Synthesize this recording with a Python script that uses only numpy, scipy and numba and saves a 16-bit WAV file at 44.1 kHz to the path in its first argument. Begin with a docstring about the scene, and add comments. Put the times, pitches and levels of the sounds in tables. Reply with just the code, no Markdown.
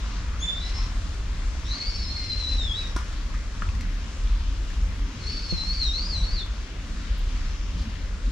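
"""A cat with a hoarse, squeaky voice mews three times in a tiled porch: wavering harmonic lines with
half-multiples, roughened by a rasp and mixed with air noise. Rain falls outside as coloured noise with single
ringing drops, over a deep town rumble of low noise. Jacket sleeve and fur rustle as short band noise, the
small camera takes soft bumps, and drips and claws click on the tiles, both as damped modes."""
import sys
import numpy as np
from scipy import signal
from scipy.fft import rfft, irfft
from scipy.io import wavfile
from scipy.ndimage import uniform_filter1d
from numba import njit

SR = 44100
rng = np.random.default_rng(int(sys.argv[2]) if len(sys.argv) > 2 else 0)


def generate_wav(sig):
    """Save sig (samples, or channels by samples) to the path in sys.argv[1] as 16-bit PCM at SR."""
    pcm = np.round(np.clip(np.atleast_2d(sig).T, -1, 1) * 32767).astype(np.int16)
    wavfile.write(sys.argv[1], SR, pcm)


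N = 366471
T = np.arange(N) / SR  # s
F = np.maximum(np.arange(N // 2 + 1) * SR / N, 1)  # Hz, one per FFT bin


def undb(db):
    """Logarithmic level: amplitude gain of a level in dB."""
    return 10 ** (np.asarray(db) / 20)


def unit(x):
    """Normalisation: scaled to rms 1."""
    return x / np.sqrt(np.mean(x ** 2))


def on_axis(table):
    """Spectral interpolation: a (Hz, value) table read at every FFT bin, straight on log frequency."""
    hz, value = np.transpose(table)
    return np.interp(np.log(F), np.log(hz), value)


def pan(x, db):
    """Level difference between channels: the left is db above the right."""
    return x * undb(np.array([[db / 2], [-db / 2]]))


def walk(rate, count=N):
    """Random modulation: levels held for 1 / rate s and slewed twice; spread near 1."""
    hold = max(int(SR / rate), 1)
    steps = np.repeat(rng.standard_normal(count // hold + 1), hold)
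    return 1.313 * uniform_filter1d(uniform_filter1d(steps, hold), hold)[:count]


@njit
def moving_bandpass(x, hz, width):
    """Resonance: a state-variable band-pass with a moving centre, gain 1 there."""
    y, band_state, low_state = np.empty(len(x)), 0., 0.
    for i in range(len(x)):
        g, damping = np.tan(np.pi * hz[i] / SR), width / hz[i]
        v = (band_state + g * (x[i] - low_state)) / (1 + g * (g + damping))
        band_state = 2 * v - band_state
        low_state += 2 * g * v
        y[i] = damping * v
    return y


def band(x, hz, width):
    """Cascaded resonance: passed twice, steep on both sides; rms 1."""
    centre = hz + 0 * x
    once = moving_bandpass(x, centre, 1. * width)
    return unit(moving_bandpass(once, centre, 1. * width))


@njit
def rings(start, hz, t60, left, right):
    """Free vibration: a damped sine for each blow, cut off after falling 60 dB."""
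    out = np.zeros((2, N))
    for k in range(len(start)):
        step = np.exp(2j * np.pi * hz[k] / SR - np.log(1000) / (t60[k] * SR))
        z = 1 + 0j
        for i in range(int(start[k] * SR), min(N, int((start[k] + t60[k]) * SR))):
            out[0, i] += left[k] * z.imag
            out[1, i] += right[k] * z.imag
            z *= step
    return out


# Stereo width of the weather. Each row: frequency in Hz, side minus mid level in dB.
SIDE_LEVEL = [(60, -22), (110, -16.5), (170, -14), (300, -14), (1240, -5), (4180, -2.5), (9000, -1)]
# Level difference of the two ports. Each row: frequency in Hz, left minus right in dB.
PORT_LEAN = [(300, 0.55), (680, 1), (1240, 4), (4180, 5), (8000, 0)]
# Phase difference of the two ports. Each row: frequency in Hz, phase by which the left leads in radians.
PORT_PHASE = [(300, 0), (1200, -.5), (3000, -1), (5000, 1.5), (7000, 2), (9000, 3.5)]


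def wash(spectrum, swell_db, flicker_db):
    """Diffuse field: stereo noise in half-octave bands that swell together and flicker alone."""
    shape = undb(on_axis(spectrum)) * (F < spectrum[-1][0])
    swell = walk(0.62)
    mid, side = rfft(rng.standard_normal((2, N)))
    side = side * undb(on_axis(SIDE_LEVEL))
    lean = undb(on_axis(PORT_LEAN) / 2) * np.exp(.5j * on_axis(PORT_PHASE))
    pair = shape * np.array([(mid + side) * lean, (mid - side) / lean])
    octave = np.log2(F)
    lowest, highest = np.log2(spectrum[0][0]), np.log2(spectrum[-1][0])
    out = 0
    for centre in np.arange(np.floor(lowest), highest + .5, .5):
        slot = np.clip(1 - 2 * np.abs(octave - centre), 0, 1)  # neighbours overlap and sum to 1
        out = out + undb(swell_db * swell + flicker_db * walk(9)) * irfft(pair * slot, N)
    return unit(out)


# Colour of the town rumble. Each row: frequency in Hz, relative density in dB per Hz.
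RUMBLE_COLOUR = [(8.8, -48), (15, -16), (25, -9), (33, 1.5), (48, 1), (103, -16.5), (135, -28.5),
                 (174, -21), (196, -29.5), (222, -24), (248, -32), (280, -27), (320, -35.5), (368, -41.5),
                 (400, -36), (520, -55), (880, -120)]
# Chance level fluctuations of the low noise, below about 130 Hz.
# Each row: middle in seconds, level change in dB.
NOISE_LEVEL_MARKS = [(0, -4.5), (1.81, -8.5), (3.555, -6), (4.12, -6.5), (4.47, 5), (5.13, -11),
                     (6.69, -11), (8.2, -4.5)]
RUMBLE_DB = -26.5
MARK_S, MARK_TOP_HZ = 0.051, 130  # the fluctuations touch only the deepest part


def rumble():
    """Low-pass noise: a deep town rumble whose bottom fluctuates by chance."""
    steady = wash(RUMBLE_COLOUR, swell_db=0.51, flicker_db=2.65)
    level = undb(sum(db * np.exp(-((T - s) / MARK_S) ** 2) for s, db in NOISE_LEVEL_MARKS))
    deep = irfft(rfft(steady) / (1 + (F / MARK_TOP_HZ) ** 4), N)
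    return undb(RUMBLE_DB) * (steady + (level - 1) * deep)


# Colour of the rain. Each row: frequency in Hz, relative density in dB per Hz.
RAIN_COLOUR = [(150, -33), (260, -5.5), (400, -12.5), (530, -10.5), (800, -15.5), (1050, -10.5),
               (2000, -13), (5400, -18), (6800, -21), (8500, -31.5), (12400, -43.5), (14500, -56)]
DROPS_PER_S, DROP_SCATTER_DB = 400, 3
DROP_DB = -11.5  # against the hiss of the rain
RAIN_DB, RAIN_DB_PER_S = -42.5, -0.2  # it eases slowly


def drops():
    """Random impacts: single drops ring briefly, scattered in pitch, size and side."""
    when, pitch, rarity, side = rng.random((int(DROPS_PER_S * N / SR), 4)).T
    hz = 700 * 2 ** (3.8 * pitch)
    size = undb(-DROP_SCATTER_DB * np.log(1 - .998 * rarity))  # few are large
    patter = rings(when * N / SR, hz, 12.5 / hz, size * np.sqrt(side), size * np.sqrt(1 - side))
    white = rfft(patter) * np.sqrt(F)  # small drops as loud per Hz as large ones before colouring
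    return unit(irfft(white * undb(on_axis(RAIN_COLOUR)), N))


def rain():
    """Superposition: innumerable drops merge into nearly steady noise, with single ones standing out."""
    hiss = wash(RAIN_COLOUR, swell_db=.3, flicker_db=1.6)
    return undb(RAIN_DB + RAIN_DB_PER_S * T) * (hiss + undb(DROP_DB) * drops())


def sounding(table):
    """Piecewise interpolation: the samples a table spans, its columns there, and a soft-ended gate."""
    s, *columns = np.transpose(table)
    span = slice(int(s[0] * SR), int(s[-1] * SR))
    t = T[span]
    gate = np.clip(np.minimum(t - s[0], s[-1] - t) / 0.022, 0, 1)
    return span, [np.interp(t, s, c) for c in columns], gate


RASP_HZ = 259  # mean; it wanders


def whistle(hz, lines, rough):
    """Amplitude modulation: a rasp splits the fluttering multiples of one wavering pitch into strands."""
    n = len(hz)
    waver = 1 + .005 * walk(60, n) + 0.0361 * rough * walk(500, n)
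    phase = 2 * np.pi * np.cumsum(hz * waver) / SR
    rasp = 2 * np.pi * np.cumsum(RASP_HZ * (1 + .25 * walk(25, n))) / SR
    split = 1 + 1.24 * rough * np.sin(rasp)
    total = 0
    for multiple, db in lines:
        flutter_db = (2.5 + 1.4 * rough) * walk(89.94, n) + 1.8 * rough * walk(400, n)
        total = total + undb(db + flutter_db) * np.sin(multiple * phase)
    return np.sqrt(2) * split * total


# Thinner strands beside the squeak: mostly another part of the folds whistling on its own, but near 4300-4400
# Hz # in the last mew a fixed resonance that flares as the line passes. # Each row: start in seconds, length in
# seconds, first pitch in Hz, last pitch in Hz, top level in dB.
SIDE_STRANDS = [(0.619, 0.095, 5040, 5200, -49), (0.725, 0.125, 5270, 5230, -44),
                (0.683, 0.16, 1038, 1073, -55), (1.63, 0.06, 5150, 5700, -52), (1.67, .12, 5950, 6360, -50),
                (1.675, 0.11, 4330, 4680, -46), (1.829, 0.088, 4590, 4650, -36.5),
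                (1.88, 0.12, 5300, 5340, -46.5), (1.983, 0.15, 5330, 5100, -43.5),
                (2.13, 0.26, 4950, 4950, -50.5), (1.962, 0.19, 3924, 3950, -50),
                (2.77, .09, 2660, 2450, -53), (2.772, 0.073, 4450, 4480, -51),
                (2.765, 0.08, 5080, 5000, -53), (5.299, 0.062, 5520, 5550, -50),
                (5.42, .07, 5200, 5050, -53), (5.781, 0.081, 4350, 4300, -35),
                (6.106, 0.05, 4340, 4296, -48), (6.219, 0.066, 4300, 4395, -40),
                (6.345, 0.1, 4400, 4370, -46)]
STRAND_ENDS_DB, STRAND_ROUGH = -5, 0.34  # a strand swells to its middle


def strands():
    """Independent oscillators and a flaring resonance: thin whistles glide straight beside the main squeak."""
    out = np.zeros(N)
    for s, length, first_hz, last_hz, db in SIDE_STRANDS:
        span, (hz, along), gate = sounding([(s, first_hz, -1), (s + length, last_hz, 1)])
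        lines = [(1, db + STRAND_ENDS_DB * along ** 2)]
        out[span] += gate * whistle(hz, lines, STRAND_ROUGH)
    return out


# Pitch and level of the squeaks, one curve a squeak; the first mew breaks into two.
# Each row of a curve: time in seconds, pitch in Hz, level of the main line in dB.
SQUEAKS = [
    [(0.39, 3000, -56), (0.405, 3210, -47), (0.425, 3460, -36.5), (0.44, 3517, -31.5), (0.47, 3490, -44),
     (0.486, 3536, -33), (0.52, 3535, -34), (0.535, 3565, -40), (0.605, 3530, -48), (0.63, 3500, -54),
     (0.66, 3450, -62)],
    [(0.54, 3700, -47), (0.6, 3810, -46), (0.615, 3930, -46), (0.665, 4025, -42), (0.7, 4070, -53),
     (0.77, 4090, -52), (0.84, 4070, -55), (0.89, 4000, -62)],
    [(1.63, 3560, -63), (1.665, 3660, -46), (1.71, 4000, -45), (1.74, 4260, -38), (1.77, 4310, -47),
     (1.8, 4340, -37), (1.84, 4420, -44), (1.88, 4420, -52), (1.92, 4455, -41), (1.98, 4520, -47),
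     (2.04, 4400, -41), (2.065, 4260, -51), (2.08, 4300, -39.5), (2.245, 4184, -39.5), (2.265, 4220, -55),
     (2.31, 4100, -28.5), (2.34, 4126, -43), (2.36, 4150, -42), (2.37, 4140, -35), (2.388, 4170, -41),
     (2.397, 4094, -32), (2.46, 3940, -33), (2.49, 4090, -35.5), (2.558, 4000, -34.5), (2.575, 4040, -50),
     (2.585, 3900, -31.5), (2.62, 3684, -32), (2.688, 3360, -40.5), (2.72, 3346, -34), (2.752, 3710, -40),
     (2.765, 3863, -32.5), (2.79, 3930, -36.5), (2.82, 3874, -43), (2.84, 3760, -36.5), (2.9, 3880, -56),
     (2.95, 3880, -60)],
    [(5.18, 4200, -65), (5.21, 4260, -50), (5.27, 4270, -40), (5.3, 4540, -43), (5.352, 4540, -38),
     (5.415, 4390, -50), (5.435, 4524, -45), (5.49, 4370, -43), (5.52, 4220, -31.5), (5.535, 4260, -40),
     (5.565, 4057, -37), (5.65, 4193, -40), (5.71, 4335, -37.5), (5.74, 4534, -41), (5.755, 4680, -43),
     (5.79, 4346, -34.5), (5.83, 4110, -33), (5.865, 3820, -31), (5.898, 3726, -30), (5.925, 3770, -45),
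     (5.94, 4020, -31), (5.976, 4280, -33.5), (6.02, 4630, -41), (6.055, 4830, -40), (6.08, 5020, -41),
     (6.098, 4880, -39), (6.12, 4400, -38), (6.135, 4300, -34), (6.185, 3812, -37.5), (6.245, 4070, -39.5),
     (6.275, 4374, -46), (6.3, 4430, -39), (6.32, 4600, -41), (6.345, 4640, -41), (6.376, 4240, -35),
     (6.4, 3730, -36), (6.43, 3440, -44), (6.46, 3390, -62)],
]
# Voice of each squeak at the middle pitch and level. Each row: half line in dB, 3/2 line in dB, octave in dB,
# extra octave at the start in dB, hiss in dB, hiss drift in dB per s, roughness 0-1, extra roughness at start.
SQUEAK_VOICES = [(-62, -78, -69, 24.5, -63, .1, 0.22, .01), (-55, -72, -80, -2, -48, .1, 0.8, -.8),
                 (-60, -67, -73, 7, -51.5, 2.5, 0.1, .65), (-64, -59, -71, 2, -46.5, -6, 0.17, 0.15)]
# Fixed colour of the hiss in the throat. Each row: centre in Hz, width in Hz, level in dB.
THROAT_BANDS = [(2800, 900, -5), (3600, 600, -5), (4500, 800, -2), (5100, 1000, -1.5)]
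MIDDLE_HZ, MIDDLE_DB = 4000, -40
GLIDE_S = 0.0037  # the pitch turns smoothly
# tighter folds: more half line, hiss and roughness, less overtone
HALF_DB_PER_KHZ, THREE_HALVES_DB_PER_KHZ, OCTAVE_DB_PER_KHZ = 24, -28, -36
HISS_DB_PER_KHZ, ROUGH_PER_KHZ = 24, .28
# pitch against the middle where the half line and hiss stop growing (upward) and the overtones (downward)
HALF_FULL_KHZ, HISS_FULL_KHZ, OVERTONES_FULL_KHZ = .2, .03, -.29
# how they go with the level of the squeak
HALF_FOLLOWS, LINES_FOLLOW, HISS_FOLLOWS, ROUGH_PER_DB = .3, 0.68, 0.074, 0.002
OVERTONE_STEP_DB = -19.5  # fall per multiple above the octave
BRIGHT_START_S, ROUGH_START_S = 0.063, 0.18  # time constants of the extras at the start
DULL_END_DB, DULL_END_S = -25, .05  # the overtones die first
PATCHY_DB = 1.5  # the half line comes and goes
HISS_SWELL_S = 0.051  # the air leak grows after the squeak begins
NEAR_HISS_DB, NEAR_HISS_HZ = -4, 790  # level and width of the hiss that hugs the line
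CAT_PAN_DB = 2.5


def cat():
    """Self-oscillation: tight folds squeak with half-multiples and overtones; leaking air hisses round them."""
    out = np.zeros(N)
    air = rng.standard_normal(N) * undb(3.0 * walk(200))
    throat = sum(undb(db) * band(air, hz, width) for hz, width, db in THROAT_BANDS)
    for curve, voice in zip(SQUEAKS, SQUEAK_VOICES):
        half_db, three_halves_db, octave_db, start_db, hiss_db, drift_db, rough, start_rough = voice
        span, (hz, db), gate = sounding(curve)
        hz = uniform_filter1d(hz, int(GLIDE_S * SR))
        since = T[span] - curve[0][0]
        khz, effort = (hz - MIDDLE_HZ) / 1e3, db - MIDDLE_DB

        half_db = half_db + HALF_DB_PER_KHZ * np.minimum(khz, HALF_FULL_KHZ)
        half_db = half_db + HALF_FOLLOWS * effort + PATCHY_DB * walk(20.1, len(hz))
        tight = np.maximum(khz, OVERTONES_FULL_KHZ)
        follow = LINES_FOLLOW * effort + DULL_END_DB * np.exp((since - since[-1]) / DULL_END_S)
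        three_halves_db = three_halves_db + THREE_HALVES_DB_PER_KHZ * tight + follow
        octave_db = octave_db + OCTAVE_DB_PER_KHZ * tight + follow
        octave_db = octave_db + start_db * np.exp(-since / BRIGHT_START_S)
        lines = [(.5, half_db), (1, db), (1.5, three_halves_db), (2, octave_db),
                 (3, octave_db + OVERTONE_STEP_DB), (4, octave_db + 2 * OVERTONE_STEP_DB)]

        rough = rough + ROUGH_PER_KHZ * khz + ROUGH_PER_DB * effort
        rough = rough + start_rough * np.exp(-since / ROUGH_START_S)
        squeak = whistle(hz, lines, np.clip(rough, .05, 1))

        hiss_db = hiss_db + drift_db * since + HISS_FOLLOWS * effort
        hiss_db = hiss_db + HISS_DB_PER_KHZ * np.minimum(khz, HISS_FULL_KHZ)
        leak = undb(hiss_db) * (1 - np.exp(-since / HISS_SWELL_S))
        near = undb(NEAR_HISS_DB) * band(air[span], hz, NEAR_HISS_HZ)
        out[span] += gate * (squeak + leak * (near + throat[span]))
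    return pan(out + strands(), CAT_PAN_DB)


# Sleeve and fur rustles. Each row: start in seconds, length in seconds, centre in Hz, level in dB.
CLOTH_RUSTLES = [(.68, 0.23, 1110, -47), (1.72, 0.08, 1130, -47.5), (7.173, .03, 12000, -61),
                 (7.25, 0.12, 2940, -52), (7.758, 0.1, 4340, -49)]
# Brief swells of the low rumble. Each row: start in seconds, length in seconds, centre in Hz, level in dB.
RUMBLE_SURGES = [(5.17, .2, 388, -50), (5.27, .12, 251, -46), (7.27, 0.11, 226, -45),
                 (7.72, .12, 172, -37.5), (7.74, 0.17, 228, -41.5)]
RUSTLE_WIDTH, SURGE_WIDTH = 0.5, 0.22  # share of the centre


def noise_swells(table, width):
    """Band-limited noise: grainy bursts, for rustles or surges, that swell and fade along half a sine."""
    out = 0
    for s, length, hz, db in table:
        swell = np.sin(np.pi * np.clip((T - s) / length, 0, 1))
        grains = rng.standard_normal(N) * undb(4.0 * walk(300))
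        out = out + undb(db) * swell * band(grains, hz, width * hz)
    return pan(out, 1.0)


# Soft bumps on the camera body. Each row: start in seconds, level of the ring in dB, ring in Hz,
# t60 in seconds, level in dB of the rocking that the two ports feel in opposite sense.
BODY_BUMPS = [(0.865, -28.5, 118, 0.064, -55), (2.963, -21, 328, 0.027, -48), (3.62, -34.5, 214, 0.15, -50),
              (5.525, -21.5, 180, 0.09, -19), (6.613, -36, 120, 0.064, -55), (8.143, -36, 186, 0.086, -46)]
ROCK_HZ, ROCK_T60_S = 135, 0.19


def bumps():
    """Modal vibration: the body rings low and dull in three modes and rocks in opposite sense."""
    s, db, hz, t60, rock_db = np.transpose(BODY_BUMPS)
    thud = rings(s, hz, t60, undb(db - 0.5), undb(db))
    thud = thud + rings(s, 1.87 * hz, 0.72 * t60, undb(db - 9), undb(db - 7.5))
    thud = thud + rings(s, 2.67 * hz, 0.29 * t60, undb(db - 11.5), undb(db - 4.0))
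    thud = thud + rings(s, ROCK_HZ + 0 * s, ROCK_T60_S + 0 * s, -undb(rock_db), undb(rock_db))
    return uniform_filter1d(thud, size=25)  # a soft push


# Drips and claws on tile. Each row: start in seconds, relative level in dB, ring in Hz,
# crack against the ring in dB (before CRACK_DB).
TILE_CLICKS = [(2.963, -26.5, 1124, -4), (2.965, -25, 1045, -8), (2.968, -25, 1100, -10),
               (2.975, -29, 1400, -14), (2.989, -33, 2210, -12), (2.987, -32, 1150, -16),
               (3.0, -33, 1520, -16), (3.009, -30, 1220, -14), (3.014, -34, 1100, -16),
               (3.128, -36, 1370, -6), (3.342, -30, 1250, -16), (3.348, -35, 1950, -16),
               (3.619, -35, 2500, -20), (3.6212, -19, 1330, -28), (3.689, -29, 2560, -16),
               (3.751, -38, 1900, -5), (3.809, -29, 2100, -8), (4.703, -33, 1730, -14),
               (6.462, -34, 1080, -11)]
# Modes of a click. Each row: multiple of the ring, level in dB.
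TILE_MODES = [(1, 7), (1.25, 1), (2.05, -4)]
CLICK_T60_S, CLICK_RISE_S = 0.011, .004  # the ring builds up before it decays
CRACK_DB = 3  # added to every crack


def clicks():
    """Impact excitation: modes of tile ring briefly after a broad crack of noise."""
    s, db, hz, crack_db = np.transpose(TILE_CLICKS)
    gain, crack = undb(db), undb(db + crack_db + CRACK_DB)
    ring = 0
    for multiple, mode_db in TILE_MODES:
        decay = rings(s, multiple * hz, CLICK_T60_S + 0 * s, gain, gain)
        rise = rings(s, multiple * hz, CLICK_RISE_S + 0 * s, gain, gain)
        ring = ring + undb(mode_db) * (decay - rise)
    ring = uniform_filter1d(ring, size=7)  # the contact lasts a moment, which rounds the attack
    ring = ring - uniform_filter1d(ring, size=41)  # small things radiate no bass
    envelope = rings(s, 150 + 0 * s, 0.02 + 0 * s, crack, crack)
    burst = envelope * band(rng.standard_normal(N), 5000, 4060)
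    return pan(ring + burst, 2.3)


PORCH_T60_S = 0.26
PORCH_DB, CAT_PORCH_DB = -3, -0.7  # clicks and rustles are nearer and drier than the cat


def porch(x, db):
    """Reverberation: tiled walls return a dense short tail, unlike at the two ports."""
    t = np.arange(int(.5 * SR)) / SR
    tail = rng.standard_normal((2, len(t))) * undb(-60 * t / PORCH_T60_S) * (t > .004)
    tail = tail / np.sqrt(np.sum(tail ** 2, axis=1, keepdims=True))
    # direct sound lags at the left port in the middle range only
    lead = np.exp(.5j * np.minimum(on_axis(PORT_PHASE), 0))
    direct = irfft(rfft(x) * [lead, 1 / lead], N)
    return direct + undb(db) * signal.fftconvolve(x, tail, axes=1)[:, :N]


def scene():
    """Superposition: near sounds pass through the porch; the weather arrives already diffuse."""
    weather = rumble() + noise_swells(RUMBLE_SURGES, SURGE_WIDTH) + rain()
    mews = porch(cat(), CAT_PORCH_DB)
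    near = porch(noise_swells(CLOTH_RUSTLES, RUSTLE_WIDTH) + clicks(), PORCH_DB)
    return weather + mews + near + bumps()


TOP_HZ = 14400


def record(dry):
    """Band limiting: the camera cuts the top with a steep elliptic low-pass."""
    return signal.sosfilt(signal.ellip(8, .2, 70, TOP_HZ, fs=SR, output="sos"), dry)


dry = scene()
out = record(dry)
generate_wav(out)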